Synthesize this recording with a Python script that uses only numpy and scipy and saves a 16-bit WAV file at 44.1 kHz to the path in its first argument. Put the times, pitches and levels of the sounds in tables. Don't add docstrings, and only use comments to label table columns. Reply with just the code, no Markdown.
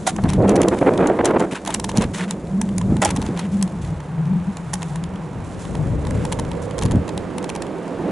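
import sys
import numpy as np
from scipy import signal
from scipy.fft import rfft, irfft, next_fast_len
from scipy.io import wavfile
from scipy.ndimage import uniform_filter1d, map_coordinates

SR = 44100
rng = np.random.default_rng(int(sys.argv[2]) if len(sys.argv) > 2 else 0)


def persist_wave(psi):
    counts = np.round(np.clip(psi, -1, 1) * 32767).astype(np.int16)
    wavfile.write(sys.argv[1], SR, np.atleast_2d(counts).T)


N = 357651


def amp(db):
    return 10 ** (np.asarray(db) / 20)


def unit(x):
    return x / np.sqrt(np.mean(x ** 2) + 1e-20)


def along(points, hz):
    f, level_db = np.transpose(points)
    return amp(np.interp(np.log(hz + 1), np.log(f + 1), level_db))


def curves(rows):
    knots_s, *columns = np.transpose(rows)
    return [np.interp(np.arange(N) / SR, knots_s, column) for column in columns]


def wobble(rate):
    knots = rng.standard_normal(int(N * rate / SR) + 4)
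    return map_coordinates(knots, [np.arange(N) * rate / SR])


def filtered(x, response):
    m = next_fast_len(N + 8192)
    return irfft(rfft(x, m) * response(np.fft.rfftfreq(m, 1 / SR)), m)[..., :N]


def pair(mid, side, side_db, pan_db=0):
    side = amp(side_db) * side
    return np.array([(mid + side) * amp(pan_db / 2), (mid - side) * amp(-pan_db / 2)])


def rush(spectrum, lumps, side_db, pan_db=0):
    mid, side = filtered(lumps * rng.standard_normal((2, N)), lambda hz: along(spectrum, hz))
    return pair(unit(mid), unit(side), side_db, pan_db)


def steady(x, ms, share):
    power = np.abs(uniform_filter1d(np.mean(x ** 2, axis=0), size=round(ms * SR / 1000))) + 1e-3
    return unit(x / power ** (np.clip(share, 0, 1) / 2))


def ringing(modes, times, levels_db, tilts_db):
    out, t = np.zeros(N + SR), np.arange(SR // 12) / SR
    hz, mode_db, t60 = np.transpose(modes)[:, :, None]
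    chance = rng.standard_normal((len(times), 2, len(modes), 1))
    onset = 1 - np.exp(-t / 0.0013)
    for s, db, tilt_db, (size, detune) in zip(times, levels_db, tilts_db, chance):
        level_db = db + mode_db + tilt_db * np.log2(hz / hz[1]) + 1.2 * size
        ring = amp(level_db - 60 * t / t60) * np.sin(2 * np.pi * hz * (1 + 0.046 * detune) * t)
        out[round(s * SR):][:len(t)] += ring.sum(axis=0) * onset
    return out[:N]


# (t/s, buffet level/dB)
WIND_LEVEL = [(0.0, -34), (0.11, -37), (0.27, -20), (0.34, -29), (0.38, -17.5), (0.65, -32), (1.44, -37),
              (1.58, -50), (2.01, -21.5), (2.12, -27.5), (2.14, -43.5), (2.94, -23), (3.03, -36),
              (3.09, -26.5), (3.7, -35), (3.95, -23), (4.04, -37), (5.56, -34), (5.96, -21), (6.78, -31),
              (6.86, -18), (6.89, -26.5), (6.96, -15), (7.07, -34.5), (7.97, -44), (8.11, -31)]
# (f/Hz, relative level/dB per Hz)
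BUFFET_SPECTRUM = [(12, -37), (30, -15.5), (60, -7), (110, -5), (160, -10), (300, -16.5), (1000, -87)]
# (t/s, howl level/dB)
HOWL_LEVEL = [(0.0, -31), (0.43, -16.5), (0.83, -34), (0.86, -27), (1.26, -38), (1.31, -25), (1.58, -39),
              (1.94, -29), (1.99, -16), (2.03, -30), (2.3, -23), (2.46, -36), (2.53, -20.5), (2.82, -25),
              (2.94, -18), (3.09, -36), (3.14, -26.5), (3.41, -26), (3.64, -15), (3.7, -29), (3.95, -24),
              (3.97, -32), (4.36, -14), (4.45, -35), (4.49, -15.5), (4.54, -32.5), (5.01, -25.5),
              (5.51, -41), (5.76, -27.5), (6.78, -33), (6.96, -23), (7.05, -32.5), (8.0, -40), (8.11, -28)]
# (t/s, centre f/Hz)
HOWL_PITCH = [(0, 185), (1.3, 194.8), (2.7, 190.3), (3.65, 182), (4.2, 159.7), (4.5, 185), (4.7, 160),
              (5.5, 171.6), (6, 157.5), (7, 172.1), (8.11, 178)]
# (t/s, howl left-right level/dB, traffic left-right level/dB)
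CAMERA_TURN = [(0, 2.5, -2.5), (.81, -2, -1.5), (3.52, 0.5, -1), (4.22, 1.5, -4), (5.28, 1.5, -5.5),
               (5.56, 7.5, -6.5), (6.3, 6, -11.5), (6.8, 1, -10.5), (7.54, 7, -7), (8.11, 1, -4)]
LUMPS_DB, SWELLS_DB = 2.5, 1
WANDER = 0.0799


def low_wind():
    buffet_db = curves(WIND_LEVEL)[0] + LUMPS_DB * wobble(12)
    howl_db, howl_hz = curves(HOWL_LEVEL)[0], curves(HOWL_PITCH)[0]
    pan_db = curves(CAMERA_TURN)[0]
    buffet = amp(buffet_db) * steady(rush(BUFFET_SPECTRUM, 1, -21.5, 0.33 * pan_db), 72, 1.0)
    wandering_hz = howl_hz * (1 + WANDER * np.tanh(wobble(22)))
    carrier = np.exp(2j * np.pi * np.cumsum(wandering_hz) / SR)
    sway = [np.tanh(wobble(50)) for _ in range(3)]
    mid = unit(np.real(carrier * (0.4 + sway[0] + 1j * sway[1])))
    side = unit(np.imag(carrier) * sway[2])
    howl = amp(howl_db + SWELLS_DB * wobble(12)) * pair(mid, side, -29.0, pan_db)
    return buffet + howl


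# (t/s, level/dB)
HISS_LEVEL = [(0.0, -47.5), (0.45, -54), (0.83, -47.5), (1.24, -54), (1.47, -54.5), (1.85, -51),
              (2.46, -54), (3.23, -50), (4.09, -57), (4.29, -58), (4.86, -50), (5.06, -58), (5.33, -56.5),
              (5.64, -49.5), (5.94, -53.5), (6.3, -49), (6.44, -54), (8.11, -56.5)]
# (start t/s, treble level/dB, length/ms, middle level relative to treble/dB)
STROKES = [(.064, -24, 31.4, -0.5), (.278, -46.5, 88, 8.5), (.475, -40.5, 42, 10), (.6, -48, 32, 13),
           (.72, -43.5, 86, -1), (1.25, -47.5, 42, 18), (1.38, -45, 71, 1), (1.509, -35.5, 25, 6.5),
           (1.544, -40, 35, 11.5), (1.657, -41.5, 100, 8.5), (1.95, -41.5, 65, 5), (2.005, -38.5, 38, 11),
           (2.134, -33.5, 54, 1.5), (2.19, -39, 53, 11), (2.275, -46, 63, 6.5), (3.019, -25.5, 17, 7.5),
           (3.05, -33, 29, 4.5), (3.07, -42.5, 45, 12.5), (3.247, -44.5, 42.5, 3), (3.36, -47.5, 98, 10.5),
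           (3.512, -45.5, 85, -4), (3.812, -46, 94, -2), (4.879, -48, 98, -8), (5.44, -49, 130, -17),
           (5.588, -45, 143, -7), (6.14, -46, 108, 6.5), (6.615, -43.5, 44, -5)]
# (f/Hz, relative level/dB per Hz)
SKIN_SPECTRUM = [(1500, -23), (3500, 5.5), (4700, 0.5), (7200, 6.5), (8500, 3.5), (11000, 1), (16000, -38)]
# (f/Hz, relative level/dB per Hz)
RASP_SPECTRUM = [(500, -26), (900, 1), (1500, 1), (2200, -1), (3500, -7), (6000, -21.5)]
STROKE_FADE_DB = -4


def rubbing():
    t = np.arange(SR // 3) / SR
    treble, middle = np.zeros((2, N + SR))
    for s, db, ms, middle_db in STROKES:
        done = t / (ms / 1000)
        fade_db = STROKE_FADE_DB * np.clip(done, 0, 1)
        release_db = 60 * np.maximum(done - 1, 0) * ms / 70
        stroke = np.clip(t / 0.0053, 0, 1) * amp(fade_db - release_db)
        span = slice(round(s * SR), round(s * SR) + len(t))
        treble[span] = np.maximum(treble[span], amp(db) * stroke)
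        middle[span] = np.maximum(middle[span], amp(db + middle_db) * stroke)
    slips = amp(1.9 * wobble(350) + 1.1 * wobble(80))
    treble = np.maximum(treble[:N], amp(curves(HISS_LEVEL)[0]))
    return treble * rush(SKIN_SPECTRUM, slips, -10.0) + middle[:N] * rush(RASP_SPECTRUM, slips, -20)


# (t/s, low drone level/dB, tyre hiss level/dB)
TRAFFIC_LEVEL = [(2.9, -33.5, -43.5), (3.24, -42, -38), (3.43, -35.5, -42), (4.5, -40.5, -40),
                 (5.7, -36, -40.5), (6.8, -31.5, -38.5), (7.9, -28, -37), (8.11, -24, -33.5)]
# (f/Hz, relative level/dB per Hz)
LOW_DRONE_SPECTRUM = [(60, -41), (150, -9.5), (330, -2.5), (450, -8.5), (700, -11), (1200, -56)]
# (f/Hz, relative level/dB per Hz)
HIGH_DRONE_SPECTRUM = [(60, -18), (150, -5), (380, -3), (490, 4), (620, -4.5), (1200, -56)]
# (t/s, power share of the higher spectrum 0-1)
DRONE_DRIFT = [(0, 0), (5.5, 0.32), (5.9, 0.98), (6.8, 1), (7.15, 0.29), (7.7, 0.14), (8.11, 0.26)]
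# (f/Hz, relative level/dB per Hz)
TYRE_SPECTRUM = [(300, -58), (600, -5.5), (750, 1), (950, 1), (1300, -5.5), (2300, -13), (4500, -26),
                 (11000, -42), (16000, -44)]


def yard():
    drone_db, tyre_db = curves(TRAFFIC_LEVEL)
    pan_db = curves(CAMERA_TURN)[1]
    share = np.clip(curves(DRONE_DRIFT)[0], 0, 1)
    low = rush(LOW_DRONE_SPECTRUM, amp(0.99 * wobble(20)), -20.5, pan_db)
    high = rush(HIGH_DRONE_SPECTRUM, amp(0.99 * wobble(20)), -20.5, pan_db)
    drone = amp(drone_db) * (np.sqrt(1 - share) * low + np.sqrt(share) * high)
    tyres = amp(tyre_db) * rush(TYRE_SPECTRUM, amp(0.29 * wobble(41)), -14.0, 0.5 * pan_db)
    return drone + tyres


# (t/s, treble level/dB before SNAP_DB, length/ms)
CONTACTS = [(.067, -48, 3.7), (.075, -14, 7.1), (.081, -69, 5.4), (.164, -26.5, 1.6), (.2387, -32, 2.5),
            (.2898, -26, 1.6), (.295, -25, 1.2), (.302, -25, 3.7), (.3351, -27, 4.2), (.494, -18, 3.4),
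            (.5574, -23, 1.5), (.5629, -24.5, 6), (.6176, -14.5, 1.8), (.6324, -29, 6.4), (.685, -16.5, 3),
            (.7884, -35.5, 5), (.9375, -36.5, 2.5), (.9771, -29.5, 3.1), (1.0724, -22.5, 3.4),
            (1.0809, -40, 2.3), (1.2473, -25, 4.2), (1.2569, -14, 6.8), (1.3097, -35, 2.8),
            (1.3974, -30, 3.2), (1.404, -29, 4.7), (1.651, -22, 0.99), (1.662, -26, 1.9),
            (1.6762, -20, 4.2), (1.7055, -26.5, 4.6), (1.7421, -10, 0.83), (1.746, -10, 3.1),
            (1.7991, -19, 2.7), (1.8445, -21, 5.9), (1.8941, -27.5, 9.8), (1.9165, -33, 2.5),
            (1.9675, -30, 2.9), (1.9732, -12, 2.14), (1.982, -21, 2.3), (2.012, -30, 2.2),
            (2.022, -26, 7.4), (2.0416, -27, 1.64), (2.3097, -13.5, 2.2), (2.6157, -18, 3.5),
            (2.69, -39, 2.2), (2.7824, -14.5, 1.6), (2.8146, -31.5, 3), (2.968, -31, 2.3),
            (3.0199, -17.5, 5.3), (3.029, -24, 4.7), (3.0501, -8, 3.4), (3.057, -18, 4.1),
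            (3.0915, -28, 2.3), (3.1056, -22, 4.3), (3.11, -21.5, 2), (3.1637, -24, 4), (3.171, -28, 2.4),
            (3.2176, -28, 2.2), (3.2257, -31, 2.5), (3.2641, -31, 2.4), (3.375, -32.5, 3.6),
            (3.3943, -28.5, 9.1), (3.45, -48, 2), (3.6128, -40, 4.2), (3.6267, -11.5, 1.8),
            (3.6776, -41, 3), (3.8483, -44, 4.9), (4.0037, -41.5, 2.6), (4.5705, -25, 1.1),
            (4.7346, -20.5, 2.6), (4.739, -15, 4.9), (4.755, -35, 2.5), (4.8208, -33, 3.2),
            (4.83, -26, 2.6), (4.9587, -29, 2.06), (5.039, -27.5, 1.4), (5.1582, -44, 2.7),
            (5.6528, -40, 2.8), (5.7526, -35, 3.1), (6.0512, -37, 1.6), (6.07, -33, 2.8),
            (6.1089, -24, 1.2), (6.2526, -24.5, 3.2), (6.319, -33, 1.96), (6.3246, -20.5, 3.6),
            (6.33, -23, 2.2), (6.3904, -31, 2.7), (6.3971, -24.5, 3.1), (6.4502, -40, 2.05),
            (6.516, -35, 2.9), (6.71, -36, 2.4), (6.7825, -25, 2.1), (6.79, -20.5, 1.77), (6.814, -34, 2.8),
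            (6.8241, -28.5, 8.3), (6.835, -24, 3), (6.8537, -24, 1.63), (6.86, -30, 4.2), (6.9119, -31, 4),
            (6.9188, -30, 4.4), (6.9579, -38, 1.9), (7.0799, -35, 3.2), (7.0918, -33, 4.6),
            (7.1775, -25.5, 2.3), (7.383, -25, 2.7), (7.428, -35, 1.9), (7.4435, -29.5, 3.2),
            (7.4935, -30, 3.7), (7.5001, -21, 1.65), (7.5523, -28, 1.95), (7.5617, -30, 3.2),
            (7.6221, -27, 3.7), (7.6671, -40, 2.1), (7.88, -41, 2.6)]
# (f/Hz, gain/dB)
SNAP_RESPONSE = [(2500, -65), (4200, -13.5), (5500, 0), (7000, 2.5), (8500, -2), (10000, -1), (16000, -3)]
# (f/Hz, gain/dB)
BODY_RESPONSE = [(700, -37), (1500, -3.5), (2000, -2.5), (3000, -1.5), (4000, -2.5), (6000, -17)]
# (f/Hz before detuning, relative level/dB, t60/s)
SHELL_MODES = [(886.6, -1, 0.063), (996, 10.5, 0.015), (1760, 15, 0.0041)]
USUAL_DB = -26
SNAP_DB, BODY_DB, KNOCK_DB = 5.5, 9.5, -1.5
BODY_GROWS, KNOCK_GROWS = 0.45, 0.17
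SCATTER_DB = 1
KNOCK_LONG_DB = 5
DULLEST_DB = 6.5
CHATTER, CHATTER_DB, CHATTER_MS = 20, -46, 2.5


def rattle():
    luck = rng.random((CHATTER, 2))
    faint_s = .1 + luck[:, 0] * (N / SR - .2)
    faint = np.c_[faint_s, CHATTER_DB - 6 * luck[:, 1], np.full(CHATTER, CHATTER_MS)]
    s, db, ms = np.vstack([CONTACTS, faint]).T[:, :, None]
    scatter_db = SCATTER_DB * rng.standard_normal((len(s), 2, 1))
    hardness_db = db - USUAL_DB
    body_db = USUAL_DB + BODY_GROWS * hardness_db + scatter_db[:, 0]
    knock_db = USUAL_DB + KNOCK_GROWS * hardness_db + scatter_db[:, 1]
    knock_db = knock_db + KNOCK_LONG_DB * np.log2(ms / CHATTER_MS)
    body_db, knock_db = np.minimum([body_db, knock_db], db + DULLEST_DB)

    offsets = np.arange(-400, 900)
    t = offsets / SR
    rise = 1 / (1 + (t / (.00035 * ms)) ** 2) ** 1.4
    shape = np.where(t < 0, rise, np.exp(-t / (.0005 * ms)))
    noise = rng.standard_normal((len(s), 4, len(t))) * shape[:, None]
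    shape_energy = (shape ** 2).sum(axis=1)[:, None, None]
    noise /= np.sqrt((noise ** 2).sum(axis=2, keepdims=True) / shape_energy)
    at = (np.round(s * SR).astype(int) + offsets).ravel()

    def train(k, level_db):
        return np.bincount(at, (noise[:, k] * amp(level_db)).ravel(), N + SR)[:N]

    snap = filtered(pair(train(0, db), train(1, db), -11.0), lambda hz: along(SNAP_RESPONSE, hz))
    body = pair(train(2, body_db), train(3, body_db), -11.5)
    body = filtered(body, lambda hz: along(BODY_RESPONSE, hz))
    body = np.roll(body, 60, axis=1)
    knock = ringing(SHELL_MODES, s[:, 0] - .0025, knock_db[:, 0], np.zeros(len(s)))
    knock = knock * amp([[-.6], [.6]])
    return amp(SNAP_DB) * snap + amp(BODY_DB) * body + amp(KNOCK_DB) * knock


# (t/s, level/dB, brightness/dB per octave)
HANDLE_STRIKES = [(0.067, -20.5, 4), (0.076, -14, 3), (1.676, -28, -2), (1.689, -20, -6),
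                  (3.0185, -20, 11.5), (3.023, -15, -9), (3.035, -18, 7), (3.054, -14.5, -6)]
# (f/Hz before detuning, relative level/dB, t60/s)
DOOR_MODES = [(665, 6, 0.034), (788, 4.5, 0.077), (1440, -8, 0.066), (1960, -5, 0.021), (2276, -22, 0.04),
              (2450, -42, 0.01)]


def handle():
    s, db, tilt_db = np.transpose(HANDLE_STRIKES)
    return ringing(DOOR_MODES, s, db, tilt_db) * amp([[-.7], [.7]])


def nearby(x):
    t = np.arange(SR // 8) / SR
    tail = rng.standard_normal((2, len(t))) * amp(-60 * t / 0.095)
    return signal.fftconvolve(x, tail / np.linalg.norm(tail[0]), axes=1)[:, :N]


# (t/s, roar level/dB before the eddies)
GUST_LEVELS = [
    [(.2, -40), (.36, -34), (.45, -19), (.77, -25), (1.0, -18), (1.165, -24), (1.3, -20), (1.49, -27),
     (1.56, -45)],
    [(1.62, -59), (1.69, -39), (1.79, -37), (1.86, -67), (1.94, -29), (2.03, -23), (2.1, -48), (2.24, -39),
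     (2.35, -52)],
    [(2.8, -56), (2.93, -27.5), (3.0, -41), (3.03, -21.5), (3.15, -35), (3.24, -36), (3.33, -33),
     (3.5, -47)],
    [(5.64, -44), (5.7, -36), (5.83, -34), (6.09, -40), (6.42, -35), (6.74, -44), (6.9, -35), (7.1, -50)],
]
# (start t/s, length/ms, level/dB before the flutter, upper edge relative level/dB)
HARD_EDDIES = [(0.182, 10, -30, 5), (.243, 29, -26, -2), (0.377, 85, -15, -28), (.485, 130, -12.5, -13),
               (0.637, 23, -12.5, -15), (.674, 13, -14, -14), (.71, 41, -16, -7), (0.81, 18, -10.5, -8.5),
               (0.861, 35, -14, -8), (.905, 38, -15.5, -11.5), (.982, 62, -13, -9),
               (1.056, 6.1, -11, -10.5), (1.087, 32, -12, -10.5), (1.187, 26, -14, -5),
               (1.236, 86, -15, -8), (1.333, 16, -11, -10), (1.359, 14, -13.5, -4.5),
               (1.399, 27, -16.5, -4.5), (1.431, 23, -18, -7), (1.525, 11.5, -20.5, -18),
               (3.186, 19, -29, -27), (3.292, 22, -28, -9), (6.935, 29, -25.5, -22)]
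# (f/Hz, relative level/dB per Hz)
GUST_SPECTRUM = [(60, -28), (200, -4.5), (300, 0.5), (500, -2), (700, -9), (1100, -26), (3000, -98)]
# (f/Hz, relative level/dB per Hz)
EDGE_SPECTRUM = [(300, -43), (650, 3), (900, 0.5), (1300, -5), (2000, -13), (3500, -28), (5000, -42),
                 (12000, -92)]
EDGE_DB = -11.5
PUFF_RISE_S, PUFF_FALL_S = 0.0032, 0.004


def roar():
    t = np.arange(N) / SR
    blowing = np.any([(t >= gust[0][0]) & (t < gust[-1][0]) for gust in GUST_LEVELS], axis=0)
    level = amp(curves(np.concatenate(GUST_LEVELS))[0]) * blowing
    level = uniform_filter1d(level, size=441)
    edge_level = level * amp(EDGE_DB)
    for s, ms, db, edge_db in HARD_EDDIES:
        late = np.maximum(t - s - ms / 1000, 0)
        puff = amp(db) * np.clip((t - s) / PUFF_RISE_S, 0, 1) * np.exp(-late / PUFF_FALL_S)
        level = np.maximum(level, puff)
        edge_level = np.maximum(edge_level, puff * amp(edge_db))
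    eddy = np.tanh(1.1 * wobble(45) + .8 * wobble(200))
    body = steady(rush(GUST_SPECTRUM, 1, -22, -1.2), 14, .7) * amp(2.5 * eddy)
    edge = steady(rush(EDGE_SPECTRUM, 1, -17, -1.2), 8, .6) * amp(5.5 * eddy)
    return level * body + edge_level * edge


# (t/s, level/dB, pitch f/Hz)
AIR_PUSHES = [(0.244, -3.5, 173), (0.263, -12, 204), (1.526, -11.5, 267), (1.984, -3, 196),
              (2.011, -20, 121), (2.051, -10, 226.5), (2.922, -1, 228), (2.959, -10.5, 227),
              (2.993, -7, 175), (3.125, -16, 205), (3.14, -13, 205), (3.185, -7.5, 197), (3.29, -10, 284),
              (3.303, -14.5, 150), (6.849, -12, 120), (6.948, -5, 178)]


def thumps():
    out, t = np.zeros(N + SR), np.arange(-800, 1600) / SR
    for s, db, hz in AIR_PUSHES:
        cycles = t * hz - .6
        swing = np.exp(-(cycles / .55) ** 2) * np.sin(2 * np.pi * cycles + .7)
        out[round(s * SR) - 800:][:len(t)] += amp(db) * swing
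    return out[:N] * amp([[0], [.3]])


def scene():
    plastic = rattle() + handle()
    answer = amp(-15) * nearby(plastic)
    return plastic + answer + low_wind() + roar() + thumps() + rubbing() + yard()


# (f/Hz, gain/dB)
TOP_RESPONSE = [(20, 0.5), (10950, -1.5), (11200, -16), (11600, -23.5), (12300, -46)]
TOP_HZ = 12349


def record(dry):
    soft = dry / (1 + np.abs(dry / .9) ** 4) ** (1 / 4)
    return filtered(soft, lambda hz: along(TOP_RESPONSE, hz) * (hz < TOP_HZ))


dry = scene()
out = record(dry)
persist_wave(out)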